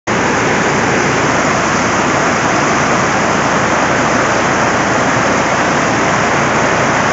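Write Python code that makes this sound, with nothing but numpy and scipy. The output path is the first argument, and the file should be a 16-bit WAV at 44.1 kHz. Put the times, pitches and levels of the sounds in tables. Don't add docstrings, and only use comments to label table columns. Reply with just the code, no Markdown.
import sys
import numpy as np
from scipy import signal
from scipy.fft import rfft, irfft, next_fast_len
from scipy.io import wavfile

SR = 44100
rng = np.random.default_rng(int(sys.argv[2]) if len(sys.argv) > 2 else 0)


def transcribe(u):
    v = np.clip(np.atleast_2d(u).T, -1, 1)
    q = np.round(v * 32767).astype(np.int16)
    wavfile.write(sys.argv[1], SR, q)


N = 313992
TIME = np.arange(N) / SR


def rush(to_lorry, to_corner, level_db=-13.5, low_edge_hz=310):
    # frequency in Hz, relative level in dB.
    street = [(190, -4.5), (245, 6.5), (320, 1.5), (430, 0.5), (540, -1.9), (690, -5.5), (810, -2),
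              (1000, -3.5), (1300, -6), (1700, -4.5), (1900, -7.5), (2100, -7.5), (2600, -13.5),
              (3800, -25.5), (4300, -30)]
    at_lorry = [(200, 1.5), (310, 0), (440, -4.5), (560, -3), (680, -0.5), (910, -4.5), (1180, -1.5),
                (1300, -3.5), (1730, -6.5), (2050, -8), (2600, -13.5), (3200, -19.5), (3800, -26.3),
                (4300, -29)]
    corner = [(200, 0.5), (290, -1), (440, -5), (530, -1.1), (680, -0.7), (770, -2.5), (930, -3),
              (1070, -2.5), (1600, -5), (2050, -8.5), (2600, -14), (3200, -19.5), (3800, -26.5),
              (4300, -29.5)]
    water = froth(296.3, 4260, per_s=4000, cycles=21.8, size_db=2, bubbles_db=-3.5, patchy_db=1.07, bands=22)
    water = signal.sosfilt(signal.butter(3, low_edge_hz, "high", fs=SR, output="sos"), water)
    roar = ((1 - to_lorry) * coloured(water, street)
            + (to_lorry - to_corner) * coloured(water, at_lorry)
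            + to_corner * coloured(water, corner))
    surge_db = 0.21 * drift(11)
    return from_db(level_db + surge_db) * roar


def tumbling(to_lorry, level_db=-21, rise_db=0.66):
    # frequency in Hz, relative level in dB.
    colour = [(20, -33.5), (48, -26), (64, -25.5), (72, -15.5), (92, -9.5), (125, -0.5), (180, 1),
              (250, 1.5), (340, -2), (450, -9.5), (700, -24.5)]
    pockets = froth(88.5, 603, per_s=800, cycles=18, size_db=2, bubbles_db=-4.5, patchy_db=1.6, bands=10)
    return from_db(level_db + rise_db * to_lorry) * coloured(pockets, colour)


def spray():
    # frequency in Hz, relative level in dB.
    colour = [(4200, -12), (4600, -8.8), (4950, -3.4), (5350, -3.7), (6000, -.4), (6500, .9), (7000, -1.5),
              (7500, -6.5), (7750, -14)]
    # time in seconds, level in dB rms.
    levels = [(0.1, -28.5), (1.0, -27.5), (1.8, -26), (2.1, -27.5), (2.6, -26.7), (3.0, -27.5), (3.25, -28),
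              (4.4, -28), (6.5, -28.3)]
    fizz = froth(4020, 7000, per_s=3500, cycles=24, size_db=0, bubbles_db=3, patchy_db=1.45, bands=9)
    level_db = np.interp(TIME, *np.transpose(levels))
    flutter_db = 0.46 * drift(24)
    return from_db(level_db + flutter_db) * coloured(fizz, colour)


def lorry(firing_hz=28.79, wander=0.00371, waver_db=0.5):
    # multiple of the firing rate, level in dB rms.
    harmonics = [(2, -40), (3, -37), (4, -33), (5, -32.5), (7, -35.5), (8, -39), (9, -49)]
    firings = np.cumsum(firing_hz * (1 + wander * drift(1.1))) / SR
    hum = np.zeros(N)
    for multiple, db in harmonics:
        amplitude = np.sqrt(2) * from_db(db + waver_db * drift(2))
        hum += amplitude * np.sin(2 * np.pi * (multiple * firings + rng.random()))
    return hum


def wall_wave(start_s=4.6, growth_s=2.5, final_db=-25.5, slosh_db=3):
    # frequency in Hz, relative level in dB.
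    colour = [(1250, -11), (1650, 0), (2100, 0.5), (2600, -9.5), (3300, -17)]
    splashes = froth(1300, 3400, per_s=710, cycles=13, size_db=1, bubbles_db=0, patchy_db=0, bands=8)
    swell = ramp(start_s, growth_s) * from_db(final_db + slosh_db * drift(10))
    return swell * coloured(splashes, colour)


def foam_swells():
    # time of the peak in seconds, half-width in seconds, top level in dB rms.
    swells = [(0.56, 0.17, -27.5), (1.16, 0.07, -28.5), (2.54, 0.047, -27), (4.39, 0.099, -30),
              (5.64, 0.07, -27)]
    # frequency in Hz, relative level in dB.
    colour = [(1400, -2), (2000, 2), (2900, -1), (3400, -6.5), (4200, -12), (5000, -12)]
    foam = froth(1400, 5000, per_s=1500, cycles=16, size_db=2, bubbles_db=-1, patchy_db=3.5, bands=8)
    envelope = sum(from_db(db) * np.exp(-((TIME - peak_s) / half_width) ** 2)
                   for peak_s, half_width, db in swells)
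    return envelope * coloured(foam, colour)


def froth(low_hz, high_hz, per_s, cycles, size_db, bubbles_db, patchy_db, bands):
    edges = np.geomspace(low_hz, high_hz, bands + 1)
    water = rng.standard_normal(N)
    for low, high in zip(edges, edges[1:]):
        hz = np.sqrt(low * high)
        born = rng.random(N) < per_s / bands / SR
        strength = from_db(size_db * np.minimum(rng.exponential(1, N), 4))
        clicks = born * strength * rng.choice([-1, 1], N)
        clumps = from_db(bubbles_db + patchy_db * drift(9.9))
        band_gain = np.sqrt(2 * (high - low) / SR)
        water += band_gain * clumps * rms_one(ring(clicks, hz, cycles / hz))
    return water


def ring(clicks, hz, t60):
    decay = from_db(-60 / (t60 * SR))
    angle = 2 * np.pi * hz / SR
    return signal.lfilter([1, 0, -1], [1, -2 * decay * np.cos(angle), decay * decay], clicks + 1e-18)


def coloured(x, spectrum):
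    size = next_fast_len(N)
    octave = np.log2(np.maximum(np.arange(size // 2 + 1) * SR / size, 1))
    hz, db = np.transpose(spectrum)
    outside = np.abs(octave - np.clip(octave, np.log2(hz[0]), np.log2(hz[-1])))
    gain = from_db(np.interp(octave, np.log2(hz), db) - 24 * outside)
    return rms_one(irfft(rfft(x, size) * gain, size)[:N])


def drift(rate):
    pole = np.exp(-80 * np.pi * rate / SR)
    noise = rng.standard_normal(N // 40 + 2002)
    slow = signal.lfilter([1], [1, -2 * pole, pole * pole], noise)[2000:]
    return np.interp(np.arange(N) / 40, np.arange(len(slow)), rms_one(slow))


def ramp(start_s, length_s):
    return np.clip((TIME - start_s) / length_s, 0, 1)


def from_db(db):
    return 10 ** (np.asarray(db) / 20)


def rms_one(x):
    return x / np.sqrt(np.mean(x ** 2) + 1e-20)


def scene():
    to_lorry = ramp(start_s=0.95, length_s=0.5)
    to_corner = ramp(start_s=2.8, length_s=1)
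    flood = tumbling(to_lorry) + rush(to_lorry, to_corner) + wall_wave() + foam_swells()
    return (flood + spray() + lorry())[None]


def record(dry, ceiling=0.95, cutoff_hz=7580):
    opened = dry * ramp(start_s=0.069, length_s=0.0088)
    rounded = opened / (1 + (opened / ceiling) ** 6) ** (1 / 6)
    return signal.sosfilt(signal.ellip(12, .05, 90, cutoff_hz, fs=SR, output="sos"), rounded)


dry = scene()
out = record(dry)
transcribe(out)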